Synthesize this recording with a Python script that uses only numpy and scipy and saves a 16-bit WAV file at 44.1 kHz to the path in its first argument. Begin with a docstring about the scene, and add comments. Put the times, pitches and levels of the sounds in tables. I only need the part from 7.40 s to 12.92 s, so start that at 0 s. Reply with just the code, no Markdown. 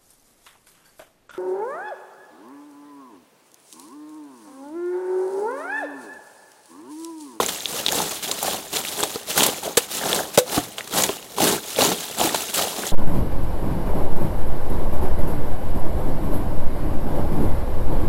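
"""Bare feet tread ripe bananas and grass in a hollowed log, outdoors and close to the microphone.
Stick-slip pressure modulates filtered clicks and noise: pulp smacks, peel crackles, the log is loaded.
Showers of short decaying sines add bubbles, cracking grass blades and fizz.
Single snaps and air pockets ring, wet slaps are shaped noise, and blows excite modes of the wood.
Behind them lie a short diffuse tail and a quiet garden of slowly swelling filtered noise."""
import sys
import numpy as np
from scipy import signal
from scipy.fft import rfft, irfft
from scipy.io import wavfile
from scipy.ndimage import uniform_filter1d

SR = 44100
rng = np.random.default_rng(int(sys.argv[2]) if len(sys.argv) > 2 else 0)


def bounce(signal):
    """Save signal as a 16-bit WAV file at the path given by the first command-line argument."""
    frames = np.transpose(np.atleast_2d(signal))
    limited = np.clip(frames, -1, 1)
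    pcm = np.round(limited * 32767).astype(np.int16)
    wavfile.write(sys.argv[1], SR, pcm)


N = 243387
TIME = np.arange(N) / SR  # s

# All levels are relative: the functions below weight them further.
# A foot pressed into the mash: start t/s, attack t/s, hold t/s,
# pulp level/dB, peel level/dB, weight on the log level/dB
TREADS = [(0.0, 0.0011, 0.012, -29, -26, -29), (0.253, 0.064, 0.1, -36.5, -30, -42),
          (0.448, 0.076, .10, -29, -25.5, -32.5), (0.867, .013, 0.015, -32.5, -28, -37),
          (1.02, .012, .115, -32.5, -28.5, -36.5), (1.306, 0.038, 0.051, -32, -25.5, -37),
          (1.516, 0.059, 0.053, -33, -29, -39), (1.937, 0.043, 0.076, -21.5, -19, -27.5),
          (2.205, .025, 0.054, -31, -33, -38.5), (2.57, 0.078, 0.15, -27, -27, -34),
          (3.051, 0.074, 0.068, -30.5, -27.5, -37), (3.502, 0.049, 0.066, -27, -22, -29),
          (3.961, 0.058, 0.095, -25, -21.5, -25), (4.358, 0.039, 0.085, -24, -20.5, -23.5),
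          (4.761, 0.042, 0.065, -24, -22, -28.5), (5.142, 0.062, 0.038, -28, -23.5, -35.5),
          (5.349, 0.02, 0.095, -34, -32, -36.5)]
# Feet dragged and grass worked between the presses: middle t/s, length t/s, crackle level/dB
RUBS = [(0.134, 0.42, -30.5), (0.393, 0.035, -28), (0.719, 0.22, -28.5), (0.845, 0.067, -26.5),
        (1.007, 0.22, -30), (1.266, 0.25, -40.5), (1.5, 0.16, -28), (1.705, 0.27, -31.5),
        (1.919, 0.12, -25.5), (2.178, 0.091, -32), (2.42, 0.12, -32), (2.549, .14, -25),
        (2.951, 0.039, -27.5), (3.718, 0.18, -34), (4.346, 0.31, -31.5), (4.612, 0.21, -30.5),
        (4.736, 0.19, -33.5), (4.987, 0.15, -26), (5.07, 0.18, -30.5), (5.173, 0.096, -20.5),
        (5.32, 0.27, -32), (5.478, 0.08, -26.5)]
# Answer of each part to the foot: swell in mid press level/dB, share of a rub level/dB, rest level/dB
PULP_ANSWER = (1.43, -11.5, -46)
PEEL_ANSWER = (2.8, 0, -42)
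LOG_ANSWER = (1.1, -17.5, -49)
# Spectral density of the squeezed pulp: f/Hz, level/dB per Hz
PULP_SPECTRUM = [(130, -29), (220, -11.5), (300, 0), (450, -7.5), (620, 0.5), (800, 4), (1100, -4),
                 (1400, -6.5), (2000, -20), (4000, -53)]
# Spectral density of the crushed peel: f/Hz, level/dB per Hz
PEEL_SPECTRUM = [(400, -17), (1200, -2), (1900, -2.5), (2500, -2), (3200, -1.5), (4000, 2.5), (5000, 0),
                 (6600, -0.5), (8200, -1.5), (10000, -0.5), (12500, -3), (15500, -6.5)]
# Spectral density of the log under load: f/Hz, level/dB per Hz
LOG_SPECTRUM = [(15, -26), (35, -19), (70, -13.5), (120, -10), (180, 0), (290, -1), (420, 3), (800, -41.5)]
# Edges between the independently varying regions of the peel crackle: f/Hz
FOLD_EDGES = [1480, 2720, 4300, 6300, 8060, 11700]
# Stalks and peel snapping: t/s, level/dB, ring f/Hz
SNAPS = [(0.03, -12.5, 6000), (0.0626, -7, 7260), (0.092, -11, 3500), (.206, -19, 3780), (.257, -8, 3470),
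         (0.4636, 1, 3750), (0.4839, -5, 3480), (0.4894, -6.5, 3420), (.5225, -8, 6550), (.618, -10, 6350),
         (.694, -14, 7000), (0.7723, -23, 3300), (.914, -9, 4020), (0.917, -11, 6900), (1.362, -12, 3700),
         (1.370, -9, 3550), (1.4505, -14, 2400), (1.4852, -16.5, 3800), (1.606, -12, 7700),
         (1.63, -8.5, 3560), (1.634, -12, 7440), (1.758, -18, 4550), (2.007, -4, 3200), (2.7302, -5, 3500),
         (2.747, -8.5, 8150), (2.946, -23, 4000), (3.383, -11, 3170), (3.408, -15.5, 1970),
         (3.623, -4, 7500), (3.6362, -4, 6800), (3.691, -12, 3060), (3.827, -21, 2830),
         (4.362, -13.5, 3500), (4.419, -3.5, 3930), (4.471, -13, 6700), (4.946, -7, 3820),
         (5.223, -10, 3170), (5.468, -11.5, 6640)]
# Air pockets bursting in the pulp: t/s, level/dB, initial f/Hz
POPS = [(.001, -7.5, 1020), (.002, -11, 460), (.602, -11.5, 850), (1.028, -14.5, 790), (1.048, -16, 756),
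        (1.080, -14.5, 750), (1.144, -17, 770), (1.629, -16.5, 436), (1.758, -16.5, 461),
        (2.022, -12.5, 620), (2.278, -19, 630), (2.3745, -5, 467), (2.805, -17, 610), (2.9777, 1.5, 563),
        (2.978, -11, 350), (3.693, -15, 380), (3.984, -12.5, 950), (4.004, -10.5, 750), (4.032, -10, 294),
        (4.127, -17, 395), (4.387, -8.5, 520), (4.42, -12.5, 260), (4.517, -13.5, 770), (4.699, -29, 660),
        (4.814, -14, 710), (4.848, -12.5, 313), (4.9475, -13, 810), (5.385, -21.5, 730)]
# A fruit giving way at once, a wet slap or crunch: t/s, level/dB, t60/s, tilt/(dB per octave)
SLAPS = [(0.083, -19.5, 0.071, 0.5), (0.5204, -13, .016, 10), (0.912, -19.5, 0.04, 2.5),
         (1.027, -13, 0.026, 9), (1.633, -11, 0.03, -0.5), (1.757, -15.5, 0.016, -4),
         (1.975, -12.5, 0.064, 5), (2.019, -12, .014, -3), (2.03, -8.5, 0.055, 2), (2.063, -6, 0.025, 7),
         (2.233, -21.5, 0.019, 1), (2.37, -6.5, 0.063, 2), (2.974, -6, 0.03, 1), (2.983, -11, 0.061, 3),
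         (3.171, -18.5, 0.054, -8), (3.38, -27.5, 0.1, -1.5), (3.474, -23.5, 0.022, 0.5),
         (3.636, -9.5, 0.035, 1), (3.691, -16, 0.035, -6), (4.07, -16.5, 0.065, -0.5),
         (4.518, -16, 0.054, -4), (4.944, -11.5, 0.029, -1), (4.957, -17, 0.028, 0), (5.139, -20, 0.09, 3)]
# Spray of a slap before its tilt: f/Hz, level/dB
SPRAY_SPECTRUM = [(20, -22), (80, -12.5), (350, 3), (900, 1.5), (2200, -3.0),
                  (3800, 0.0), (5200, -6.0), (8000, -2.5), (15500, -14.0)]
# Modes of the hollow of the trough: f/Hz, level/dB, t60/s
HOLLOW_MODES = [(503, 1.5, 0.16), (526, -14, 0.23), (591, -11, 0.12), (1500, -22, .1)]
# Hard blows on the hollow: t/s, level/dB
HOLLOW_BLOWS = [(2.984, -12)]
# Modes of the log's wall under a heel: f/Hz, level/dB, t60/s
WALL_MODES = [(75, -28, .07), (115, -21, 0.37), (156.3, -20, 0.31), (295, 7, 0.042), (430, -32, 0.051),
              (717, 0, 0.075), (1130, 2, 0.018)]
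# Heels striking the wall: t/s, level/dB
HEEL_BLOWS = [(3.179, -14.5)]
# Chosen colour of a faint, slight stereo widening: f/Hz, level/dB
WIDENING_SPECTRUM = [(25, 8), (100, -9), (400, 2.5), (2000, -6), (12000, 6.5)]
# Spectral density of the garden air: f/Hz, level/dB per Hz
GARDEN_SPECTRUM = [(15, -22), (40, -5), (100, 1), (400, -7), (900, -7), (1800, -7.5), (3500, -11.5),
                   (8000, -15), (15500, -14)]

RELEASE_T60_S = 0.37  # the mash quietens once the foot stops sinking
POP_CYCLES = 19.8  # cycles to fall by 60 dB, so lower-pitched pockets ring longer
CRACK_T60_S, RUSTLE_T60_S = .003, .035
HISS_DB, STRAND_SPREAD_DB = -2, 3.5
BEAD_CYCLES, BLADE_CYCLES = 26, 28
GARDEN_DB = -49
TOP_HZ = 15800


def treading():
    """Stick-slip friction: jerky sinking drives pulp, peel and log, while rings follow the pressing."""
    pulp_db = working("pulp", *PULP_ANSWER)
    peel_db = working("peel", *PEEL_ANSWER)
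    weight_db = working("log", *LOG_ANSWER)
    sinking = slips(rate=220, decay_s=0.0048, steady=1.62)

    smack = colour(clicks(rate=1300, spread_db=4.0) * sinking, PULP_SPECTRUM)
    ruptures = clicks(rate=6000, spread_db=0.5)
    hiss = undb(HISS_DB) * rng.standard_normal(N)
    crackle = colour((ruptures + hiss) * sinking, PEEL_SPECTRUM)
    crackle = shifting(crackle, FOLD_EDGES, rate=70, depth_db=1)
    weight = colour(clicks(rate=1300, spread_db=1.5) * sinking, LOG_SPECTRUM)

    # trapped air rings as bubbles of two sizes
    bubbles = grains(rate=170, hz=642, octaves=0.46, cycles=19.6, spread_db=3.0, glide=0.065)
    beads = grains(rate=180, hz=1566, octaves=0.666, cycles=BEAD_CYCLES, spread_db=6.0, glide=0.17)
    # grass blades crack with a lower and a higher ring; juice fizzes above them
    blades = grains(rate=380, hz=3346, octaves=0.26, cycles=BLADE_CYCLES, spread_db=4.0, glide=0)
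    fibres = grains(rate=380, hz=7090, octaves=0.2, cycles=80, spread_db=4, glide=0)
    fizz = grains(rate=300, hz=11340, octaves=0.5, cycles=36, spread_db=-1.5, glide=0)
    # sticky strands part in lone ticks; half the level swing lets them stand out between treads
    strands = colour(clicks(rate=70, spread_db=STRAND_SPREAD_DB), PEEL_SPECTRUM)
    strands = strands * undb(-31.5 + .5 * peel_db)

    pulp = undb(-4.0) * smack + undb(-4.0) * bubbles + undb(-10.5) * beads
    peel = undb(-2.5) * crackle + undb(-10.5) * blades + undb(-11.0) * fibres + undb(-14.5) * fizz
    load = undb(-0.5) * weight * undb(weight_db)
    return pulp * undb(pulp_db) + peel * undb(peel_db) + strands + load


def working(part, swell_db, rub_db, rest_db):
    """Addition of powers: presses build, swell and decay, rubs come and go; returns level/dB."""
    power = np.full(N, undb(rest_db) ** 2)
    for s, attack, hold, pulp_db, peel_db, log_db in TREADS:
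        db = {"pulp": pulp_db, "peel": peel_db, "log": log_db}[part]
        t = TIME[:SR] - attack  # zero when the hold begins
        swell = swell_db * np.sin(np.pi * np.clip(t / hold, 0, 1))
        release = -60 * np.maximum(t - hold, 0) / RELEASE_T60_S
        onset = np.clip(1 + t / attack, 0, 1)
        add(power, s, (onset * undb(db + swell + release)) ** 2)
    for middle, length, db in RUBS:
        arch = np.cos(np.pi * np.clip((TIME - middle) / length, -.5, .5))
        power += (undb(db + rub_db) * arch) ** 2
    return 10 * np.log10(power)


def slips(rate, decay_s, steady):
    """Stick-slip: pressure is let go in sudden jerks that decay exponentially, over a steady creep."""
    starts = (rng.random(N) < rate / SR) * rng.random(N)
    jerks = signal.lfilter([1], [1, -np.exp(-1 / (decay_s * SR))], starts)
    return unit(abs(steady) + unit(jerks))


def shifting(x, edges_hz, rate, depth_db):
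    """Time-varying filtering: folds of peel open and close, so each spectral region swells on its own."""
    out, rest = 0, x
    for hz in edges_hz:
        band = signal.sosfiltfilt(signal.butter(4, hz, fs=SR, output="sos"), rest)
        out = out + band * undb(depth_db * walk(rate))
        rest = rest - band
    return unit(out + rest * undb(depth_db * walk(rate)))


def snaps(ring_s=0.004, tail_db=-22, crack_db=-5, rise_s=0.00023):
    """Brittle fracture: a brief ring, a crack weaker above that pitch and a faint rustle behind it."""
    out, t = np.zeros(N), TIME[:SR // 16]
    for s, db, hz in SNAPS:
        shape = undb(crack_db - 60 * t / CRACK_T60_S) + undb(tail_db - 60 * t / RUSTLE_T60_S)
        spectrum = [(100, -22), (600, -8), (hz / 2, -9), (hz, 0), (2.17 * hz, -8), (3 * hz, -19)]
        snap = colour(rng.standard_normal(len(t)) * shape, spectrum)
        add(snap, 0, undb(5.5) * ring(hz, ring_s))
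        add(out, s, undb(db) * snap * (1 - np.exp(-t / rise_s)))
    return out


def pops(glide=0.12, splutter_db=-11, low_cut_hz=130):
    """Bubble resonance: escaping air rings upward and splutters; so small a pocket radiates little bass."""
    out = np.zeros(N)
    for s, db, hz in POPS:
        t60 = POP_CYCLES / hz
        tone = ring(hz, t60, glide)
        splutter = rng.standard_normal(len(tone)) * undb(-60 * TIME[:len(tone)] / t60)
        splutter = colour(splutter, PULP_SPECTRUM)
        add(out, s, undb(db) * (tone + undb(splutter_db) * splutter))
    return signal.sosfilt(signal.butter(1, low_cut_hz, "high", fs=SR, output="sos"), out)


def slaps(swell_s=0.0022, bass_hz=400):
    """Wet impact: skin meets pulp over milliseconds and sprays droplets, a decaying broadband burst."""
    out, t = np.zeros(N), TIME[:SR // 8]
    droplets = 0.7 * clicks(rate=8000, spread_db=-1.5) + 0.63 * rng.standard_normal(N)
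    for s, db, t60, tilt in SLAPS:
        shape = (1 - np.exp(-t / swell_s)) * undb(-60 * t / t60)
        # the tilt turns about 1 kHz and stays constant below bass_hz
        spray = [(hz, level + tilt * np.log2(max(hz, bass_hz) / 1000)) for hz, level in SPRAY_SPECTRUM]
        burst = droplets[int(s * SR):][:len(t)] * shape
        add(out, s, undb(db + 3.5) * colour(burst, spray))
    return out


def knocks(blows, modes):
    """Modal superposition: each blow rings the same set of damped modes."""
    out = np.zeros(N)
    for s, db in blows:
        for hz, mode_db, t60 in modes:
            add(out, s, undb(db + mode_db) * ring(hz, t60))
    return out


def diffuse_tail(x, t60):
    """Convolution with exponentially decaying noise: each sound is smeared into a short, dense tail."""
    t = TIME[:SR // 4]
    tail = rng.standard_normal(len(t)) * undb(-60 * t / t60)
    return signal.fftconvolve(x, tail / np.linalg.norm(tail))[:N]


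def garden():
    """Broadband noise: faint air and leaves whose level wanders slowly."""
    air = colour(rng.standard_normal(N), GARDEN_SPECTRUM)
    return air * undb(GARDEN_DB + 2.0 * walk(1.87))


def clicks(rate, spread_db):
    """Poisson-like impulses: random tiny ruptures with exponentially spread levels, scaled to rms 1."""
    chance, size, sign = rng.random(N), rng.exponential(size=N), rng.choice([-1, 1], N)
    return unit((chance < rate / SR) * sign * undb(spread_db * np.minimum(size, 4)))


def grains(rate, hz, octaves, cycles, spread_db, glide):
    """Superposed random resonances: a shower of short rings scattered in pitch round hz."""
    out = np.zeros(N)
    for when, pitch, size, sign in rng.random((int(rate * N / SR), 4)):
        f = hz * 2 ** (octaves * (2 * pitch - 1))
        strength = np.sign(sign - .5) * undb(-spread_db * np.log(max(size, .02)))
        add(out, when * N / SR, strength * ring(f, cycles / f, glide))
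    return unit(out)


def ring(hz, t60, glide=0):
    """Damped oscillation: a dying sine whose pitch rises by the fraction glide over its t60."""
    t = TIME[:int(t60 * SR) + 2]
    return np.sin(2 * np.pi * hz * t * (1 + glide * t / t60 / 2)) * undb(-60 * t / t60)


def colour(x, points):
    """Minimum-phase filtering to a (f/Hz, level/dB) shape, so that clicks keep a sharp front."""
    hz, db = np.transpose(points)
    size = 4096
    grid_hz = np.arange(size // 2 + 1) * SR / size
    gain = undb(np.interp(np.log(grid_hz + 1), np.log(hz), db))
    # folding the cepstrum onto positive times makes the response causal
    cepstrum = irfft(np.log(gain))
    cepstrum[1:size // 2] *= 2
    cepstrum[size // 2 + 1:] = 0
    response = irfft(np.exp(rfft(cepstrum)))
    return signal.fftconvolve(x, response / np.linalg.norm(response))[:len(x)]


def walk(rate):
    """Low-pass random process: smoothed random steps, rate per second, scaled to rms 1."""
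    k = max(int(SR / rate), 1)
    steps = np.repeat(rng.standard_normal(N // k + 2), k)
    return unit(uniform_filter1d(steps, k)[:N])


def undb(db):
    """Level to amplitude ratio: 20 dB is a factor of ten."""
    return 10 ** (np.asarray(db) / 20)


def unit(x):
    """Normalisation to rms 1."""
    return x / np.sqrt(np.mean(x ** 2))


def add(track, s, sound):
    """Linear superposition: mix a sound into the track from time s."""
    i = max(int(s * SR), 0)
    track[i:i + len(sound)] += sound[:N - i]


def scene():
    """Mid-side superposition: treading stays central, with a faint, slight stereo widening."""
    blows = knocks(HOLLOW_BLOWS, HOLLOW_MODES) + knocks(HEEL_BLOWS, WALL_MODES)
    work = treading() + snaps() + pops() + slaps() + blows
    # the trough and bushes scatter a short, faint tail
    mid = work + undb(-18) * diffuse_tail(work, t60=0.24) + garden()
    widening = colour(diffuse_tail(work, t60=0.029), WIDENING_SPECTRUM)
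    side = undb(-22.5) * widening + undb(-12) * garden()
    return np.array([mid + side, mid - side])


def record(dry, low_cut_hz=42):
    """Band limiting and overload: the deepest bass is shed, peaks clip, then the top is cut."""
    thin = signal.sosfilt(signal.butter(2, low_cut_hz, "high", fs=SR, output="sos"), dry)
    clipped = np.clip(thin, -.88, .88)
    return signal.sosfilt(signal.ellip(10, .2, 90, TOP_HZ, fs=SR, output="sos"), clipped)


dry = scene()
out = record(dry)
bounce(out)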